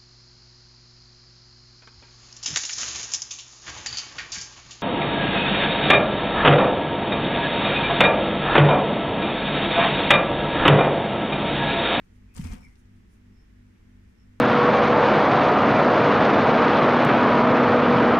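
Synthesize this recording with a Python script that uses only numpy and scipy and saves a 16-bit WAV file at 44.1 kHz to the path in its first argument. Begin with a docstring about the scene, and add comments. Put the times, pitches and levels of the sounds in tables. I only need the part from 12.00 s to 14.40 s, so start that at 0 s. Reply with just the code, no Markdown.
"""Snake lunging over bark chips

A snake lunges across its enclosure, close by on the left: a quarter second of crackling rustle,
with dull thumps of its body on the floor. A few chips settle and its scales slide softly afterwards.
Behind it a motor hums with a slow beat, air hisses, and there are faint chirps, perhaps of far birds."""
import sys
import numpy as np
from scipy import signal
from scipy.fft import rfft, irfft, next_fast_len
from scipy.io import wavfile
from scipy.ndimage import map_coordinates

SR = 44100
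rng = np.random.default_rng(int(sys.argv[2]) if len(sys.argv) > 2 else 0)


def output_pcm(signal):
    """Save a mono or channel-first signal as 16-bit PCM at the path in sys.argv[1].

    Samples are clipped to [-1, 1] before scaling.
    """
    pcm = np.clip(np.atleast_2d(signal).T, -1, 1) * 32767
    wavfile.write(sys.argv[1], SR, np.round(pcm).astype(np.int16))


N = 105840
TIME = np.arange(N) / SR


def amp(db):
    """Decibels to gain."""
    return 10 ** (np.asarray(db) / 20)


def unit(x):
    """Scale to rms 1."""
    return x / np.sqrt(np.mean(x ** 2) + 1e-20)


def along(points, hz):
    """Read a curve on a log frequency axis."""
    freqs, values = np.transpose(points)
    return np.interp(np.log(hz + 1), np.log(freqs + 1), values)


def envelope(points):
    """Gain from a level curve, fading 260 dB a second outside its ends."""
    times, db = np.transpose(points)
    outside = np.abs(TIME - np.clip(TIME, times[0], times[-1]))
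    return amp(np.interp(TIME, times, db) - 260 * outside)


def swell(peak_s, half_s):
    """A bell-shaped fade in and out."""
    return np.exp(-.5 * ((TIME - peak_s) / half_s) ** 2)


def wobble(knots_per_s):
    """A smooth random curve."""
    return map_coordinates(rng.standard_normal(4096), [TIME * knots_per_s], mode="wrap")


def filtered(x, response):
    """EQ x with a function of frequency."""
    size = next_fast_len(N + SR // 4)
    return irfft(rfft(x, size) * response(np.fft.rfftfreq(size, 1 / SR)), size)[..., :N]


def noise():
    """Two unrelated white noises."""
    return rng.standard_normal((2, N))


def coloured(pair, eq, image):
    """Turn two unrelated signals into stereo of rms 1 with this EQ and left-right correlation."""
    def response(hz):
        width = np.arccos(along(image, hz)) / 2
        return amp(along(eq, hz)) * [np.cos(width), np.sin(width)]
    mid, side = filtered(pair, response)
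    return unit(np.array([mid + side, mid - side]))


# Tone of the air hiss (frequency [Hz], gain [dB])
HISS_EQ = [(180, -20), (300, -3.5), (348, -8), (372, -13), (500, -21), (526, -46), (580, -16), (768, -19.5),
           (821, -17), (1200, -18), (1870, -14), (4270, -28.5), (5560, -27), (15500, -43.5)]
# Tone of the room drone (frequency [Hz], gain [dB])
DRONE_EQ = [(12, -2), (30, -1.5), (65, 0.5), (90, -7), (120, -13.5), (215, -6.5), (300, -19), (450, -20),
            (900, -53)]
# Room image, centred lows and wide highs (frequency [Hz], left-right correlation [-1..1])
ROOM_IMAGE = [(60, 0.98), (130, 0.98), (290, 0.19), (640, -0.36), (1410, 0.058), (3100, 0.033),
              (7000, -0.063)]


def air(hiss_db=-67, drone_db=-56, lean_right_db=.95):
    """The bed: a steady hiss of moving air over the low drone of the room."""
    pan = amp([[-lean_right_db / 2], [lean_right_db / 2]])
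    hiss = pan * coloured(noise(), HISS_EQ, ROOM_IMAGE)
    drone = coloured(noise(), DRONE_EQ, ROOM_IMAGE)
    return amp(hiss_db) * hiss + amp(drone_db) * drone


# Motor partials (multiple of the shaft rate [x], level [dB], beat depth [0..1])
MOTOR_PARTIALS = [(1, -60.5, 0.2), (2, -58.5, 0.89), (4, -66.5, .85), (5, -63.5, 0.98), (7, -80.5, 0.15)]


def motor_hum(shaft_hz=49.13, beat_hz=2.844, beat_peak_s=1.2745, wander_rad=.073):
    """Harmonics of a motor shaft swell and sink together in a slow beat."""
    beat = np.cos(2 * np.pi * beat_hz * (TIME - beat_peak_s))
    out = np.zeros(N)
    for multiple, db, depth in MOTOR_PARTIALS:
        phase = 2 * np.pi * (multiple * shaft_hz * TIME + rng.random()) + wander_rad * wobble(7.49)
        out += amp(db) * np.sqrt(2 * (1 + depth * beat)) * np.sin(phase)
    return out


# Chirp cues (peak time [s], pitch [Hz], glide [Hz/s], relative level [dB], half length [s])
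CHIRP_CUES = [(.325, 2520, 1500, -69, .025), (.49, 2380, -800, -61, .06), (.635, 5380, 0, -68, .03),
              (.653, 2250, -1800, -54.5, .016), (.69, 2140, -1000, -66, .042),
              (1.395, 5330, 1500, -76, .047), (2.21, 5400, 0, -73.5, .025)]


def far_chirps(blur_hz=340):
    """Thin distant whistles; a random flutter stands for the blur of their echoes."""
    out = np.zeros((2, N))
    for peak_s, hz, glide, db, half_s in CHIRP_CUES:
        age = TIME - peak_s
        tone = np.exp(2j * np.pi * (hz + glide * age / 2) * age)
        blur = np.array([wobble(blur_hz) + 1j * wobble(blur_hz) for ear in range(2)])
        out += amp(db) * swell(peak_s, half_s) * (tone * blur).real
    return out


# Slide cues (peak time [s], level [dB], half length [s])
SLIDE_CUES = [(.05, -80, 0.011), (.155, -77.5, .018), (0.796, -73.5, 0.019), (0.97, -81.5, .02),
              (1.135, -73.5, 0.027), (2.1, -80, 0.0084)]
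# Sheen of the scales (frequency [Hz], gain [dB])
SCALE_EQ = [(3000, -17), (6500, 0), (8200, -7), (9600, 2), (11500, -10.5), (15000, -11)]
# Image of slides, rumble and rustle (frequency [Hz], left-right correlation [-1..1])
FLOOR_IMAGE = [(60, 1), (130, 0.69), (290, 0.024), (640, -0.89), (1400, 0.22), (7000, 0.049)]


def scale_slides():
    """Brief high whispers of sliding scales."""
    gain = sum(amp(db) * swell(peak_s, half_s) for peak_s, db, half_s in SLIDE_CUES)
    return gain * coloured(noise(), SCALE_EQ, FLOOR_IMAGE)


# Body hits on the floor (time [s], pitch [Hz], level [dB], attack [s])
BODY_HITS = [(.3912, 170, -24.5, .0068), (.408, 150, -38, .016), (.4335, 85, -31.5, .021),
             (.4513, 232, -32, .0085), (.467, 190, -39, .009), (.501, 40, -32, .022),
             (.527, 222, -34, .011)]
# Envelope of the floor rumble (time [s], level [dB])
RUMBLE_ENVELOPE = [(.33, -73), (.37, -40.5), (.44, -40.5), (.52, -38.5), (.58, -48.5), (.68, -52.5),
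                   (.73, -66)]
# Low weight of the rumble (frequency [Hz], gain [dB])
RUMBLE_EQ = [(12, -9), (35, 1), (88, -0.5), (118, -10.5), (150, -10.5), (250, -4), (295, -21), (700, -53)]


def body_thumps(sharpness=2.6):
    """Soft heavy contacts make the floor boom briefly over a rumble."""
    booms = np.zeros(N)
    for start, hz, db, attack in BODY_HITS:
        age = np.maximum(TIME - start, 0)
        pulse = (age / attack * np.exp(1 - age / attack)) ** sharpness
        booms += amp(db) * pulse * np.sin(2 * np.pi * hz * age)
    return booms + envelope(RUMBLE_ENVELOPE) * coloured(noise(), RUMBLE_EQ, FLOOR_IMAGE)


def wall_reverb(x, t60_s=.18, wet_db=-5):
    """The enclosure's walls add a short tail."""
    t = TIME[:SR // 3]
    tail = rng.standard_normal((2, len(t))) * amp(-60 * t / t60_s)
    tail /= np.linalg.norm(tail[0])
    return x + amp(wet_db) * signal.fftconvolve(x, tail, axes=1)[:, :N]


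# Snap accents (time [s], relative level [dB], pitch [Hz], 60 dB decay [s])
SNAP_CUES = [(0.3403, -58, 12600, .012), (0.342, -53, 12500, .012), (0.3497, -48, 7940, 0.0086),
             (0.3644, -40.5, 5560, .018), (0.3773, -44, 7640, .025), (0.3817, -45, 3430, 0.022),
             (0.4141, -45.5, 2370, 0.017), (0.4416, -43, 5300, 0.02), (0.454, -48, 2500, 0.018),
             (.5252, -41, 4170, 0.0056), (.541, -46, 2010, 0.018), (0.646, -66, 8900, 0.02),
             (0.684, -63.5, 6260, 0.025), (0.756, -60.5, 4370, 0.027), (.855, -68, 4440, .03)]


def chip_snaps(width_octaves=.56, trim_db=-3):
    """Single chips crack, each a short noise burst around its own pitch."""
    out = np.zeros((2, N))
    for start, db, hz, t60 in SNAP_CUES:
        age = TIME - start
        band = lambda f: np.exp(-.5 * (np.log2((f + 1) / hz) / width_octaves) ** 2)
        decay = (age >= 0) * amp(db + trim_db - 60 * np.abs(age) / t60)
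        out += decay * unit(filtered(noise(), band))
    return out


def chip_texture(centre_hz, grains_per_s=3000, ring_cycles=2.5, spread_db=3.5, rub_share=.45):
    """Dense clumps of tiny bark contacts, each a few cycles long, over the noise of rubbing."""
    rub, t = noise(), TIME[:128]
    when, pitch, force, polarity = rng.random((int(grains_per_s * N / SR), 4)).T[:, :, None]
    hz = centre_hz * 2 ** (3 * (pitch - .5))  # scattered over three octaves
    size = amp(-spread_db * np.log(np.maximum(force, .01))) * np.sign(polarity - .5)
    grains = size * np.sin(2 * np.pi * hz * t) * np.exp(-np.pi * hz * t / ring_cycles)
    at = (when * 2 * N).astype(int) + np.arange(len(t))  # one long strip, cut into a pair
    contacts = np.bincount(at.ravel(), grains.ravel(), 2 * N)[:2 * N].reshape(2, N)
    clumps = amp(2 * wobble(knots_per_s=280))
    return clumps * (np.sqrt(1 - rub_share) * unit(contacts) + np.sqrt(rub_share) * rub)


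# Envelope of the crisp crackle (time [s], relative level [dB])
CRACKLE_ENVELOPE = [(.328, -90), (.342, -66.5), (.362, -55.5), (.379, -51.5), (.391, -60.5), (.413, -50.5),
                    (.435, -55.5), (.444, -50.5), (.493, -58), (.527, -51), (.559, -61.5), (.615, -68.5),
                    (.645, -65), (.669, -74), (.73, -74)]
# Bite of the crackle (frequency [Hz], gain [dB])
CRACKLE_EQ = [(600, -19), (1500, -1.5), (2200, -3), (3500, -10.5), (5500, 3), (7000, 1.5), (9300, 0.5),
              (10300, -1.5), (14800, -11), (15600, -20)]
# Envelope of the duller crunch (time [s], relative level [dB])
CRUNCH_ENVELOPE = [(0.33, -96), (0.346, -89), (0.354, -65.5), (0.384, -55.5), (0.404, -64.5), (0.434, -69),
                   (0.442, -56.5), (0.47, -57), (0.488, -61), (0.526, -54), (0.628, -72.5), (0.7, -79)]
# Body of the crunch (frequency [Hz], gain [dB])
CRUNCH_EQ = [(200, -9), (350, 5.5), (490, 0), (700, -5), (900, -0.5), (1700, 2.5), (2600, 2.5), (7000, -13)]
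# Boxy ring of the enclosure (frequency [Hz], bandwidth [Hz], boost [dB])
ENCLOSURE_MODES = [(510, 25, 11), (712, 36, 14.5), (890, 50, 8.5), (1110, 25, 2), (1216, 60, 6),
                   (1340, 45, 1), (2130, 27, 5.5), (2260, 52, 2)]


def rustle(crackle_db=-2.3, crunch_db=3):
    """The body ploughs through chips: crisp on top, duller under its weight; the enclosure rings."""
    crackle = envelope(CRACKLE_ENVELOPE) * coloured(chip_texture(centre_hz=5000), CRACKLE_EQ, FLOOR_IMAGE)
    crunch = envelope(CRUNCH_ENVELOPE) * coloured(chip_texture(centre_hz=1250), CRUNCH_EQ, FLOOR_IMAGE)

    def ring(f):
        return 1 + sum((amp(db) - 1) * 1j * f * width / (hz * hz - f * f + 1j * f * width)
                       for hz, width, db in ENCLOSURE_MODES)
    return filtered(amp(crackle_db) * crackle + amp(crunch_db) * crunch, ring)


# The snake's place on the left (frequency [Hz], left minus right [dB])
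LUNGE_PAN = [(250, 3), (450, 4), (700, 2.5), (950, 10), (1700, 0.5), (2100, 12.5), (2500, 9), (3300, 9.5),
             (5500, 4.5), (7500, 4.5), (8600, 10.5), (11000, 3), (15000, 5)]


def lunge():
    """The hero sound: rustling and snapping chips, panned left."""
    pan = lambda hz: amp(along(LUNGE_PAN, hz) * np.array([[.5], [-.5]]))
    return filtered(rustle() + wall_reverb(chip_snaps()), pan)


def scene():
    """The snake up front, the room all around."""
    return lunge() + body_thumps() + scale_slides() + far_chirps() + motor_hum() + air()


def record(dry):
    """A brick-wall high cut on the mix."""
    return filtered(dry, lambda hz: hz < 15600)


dry = scene()
out = record(dry)
output_pcm(out)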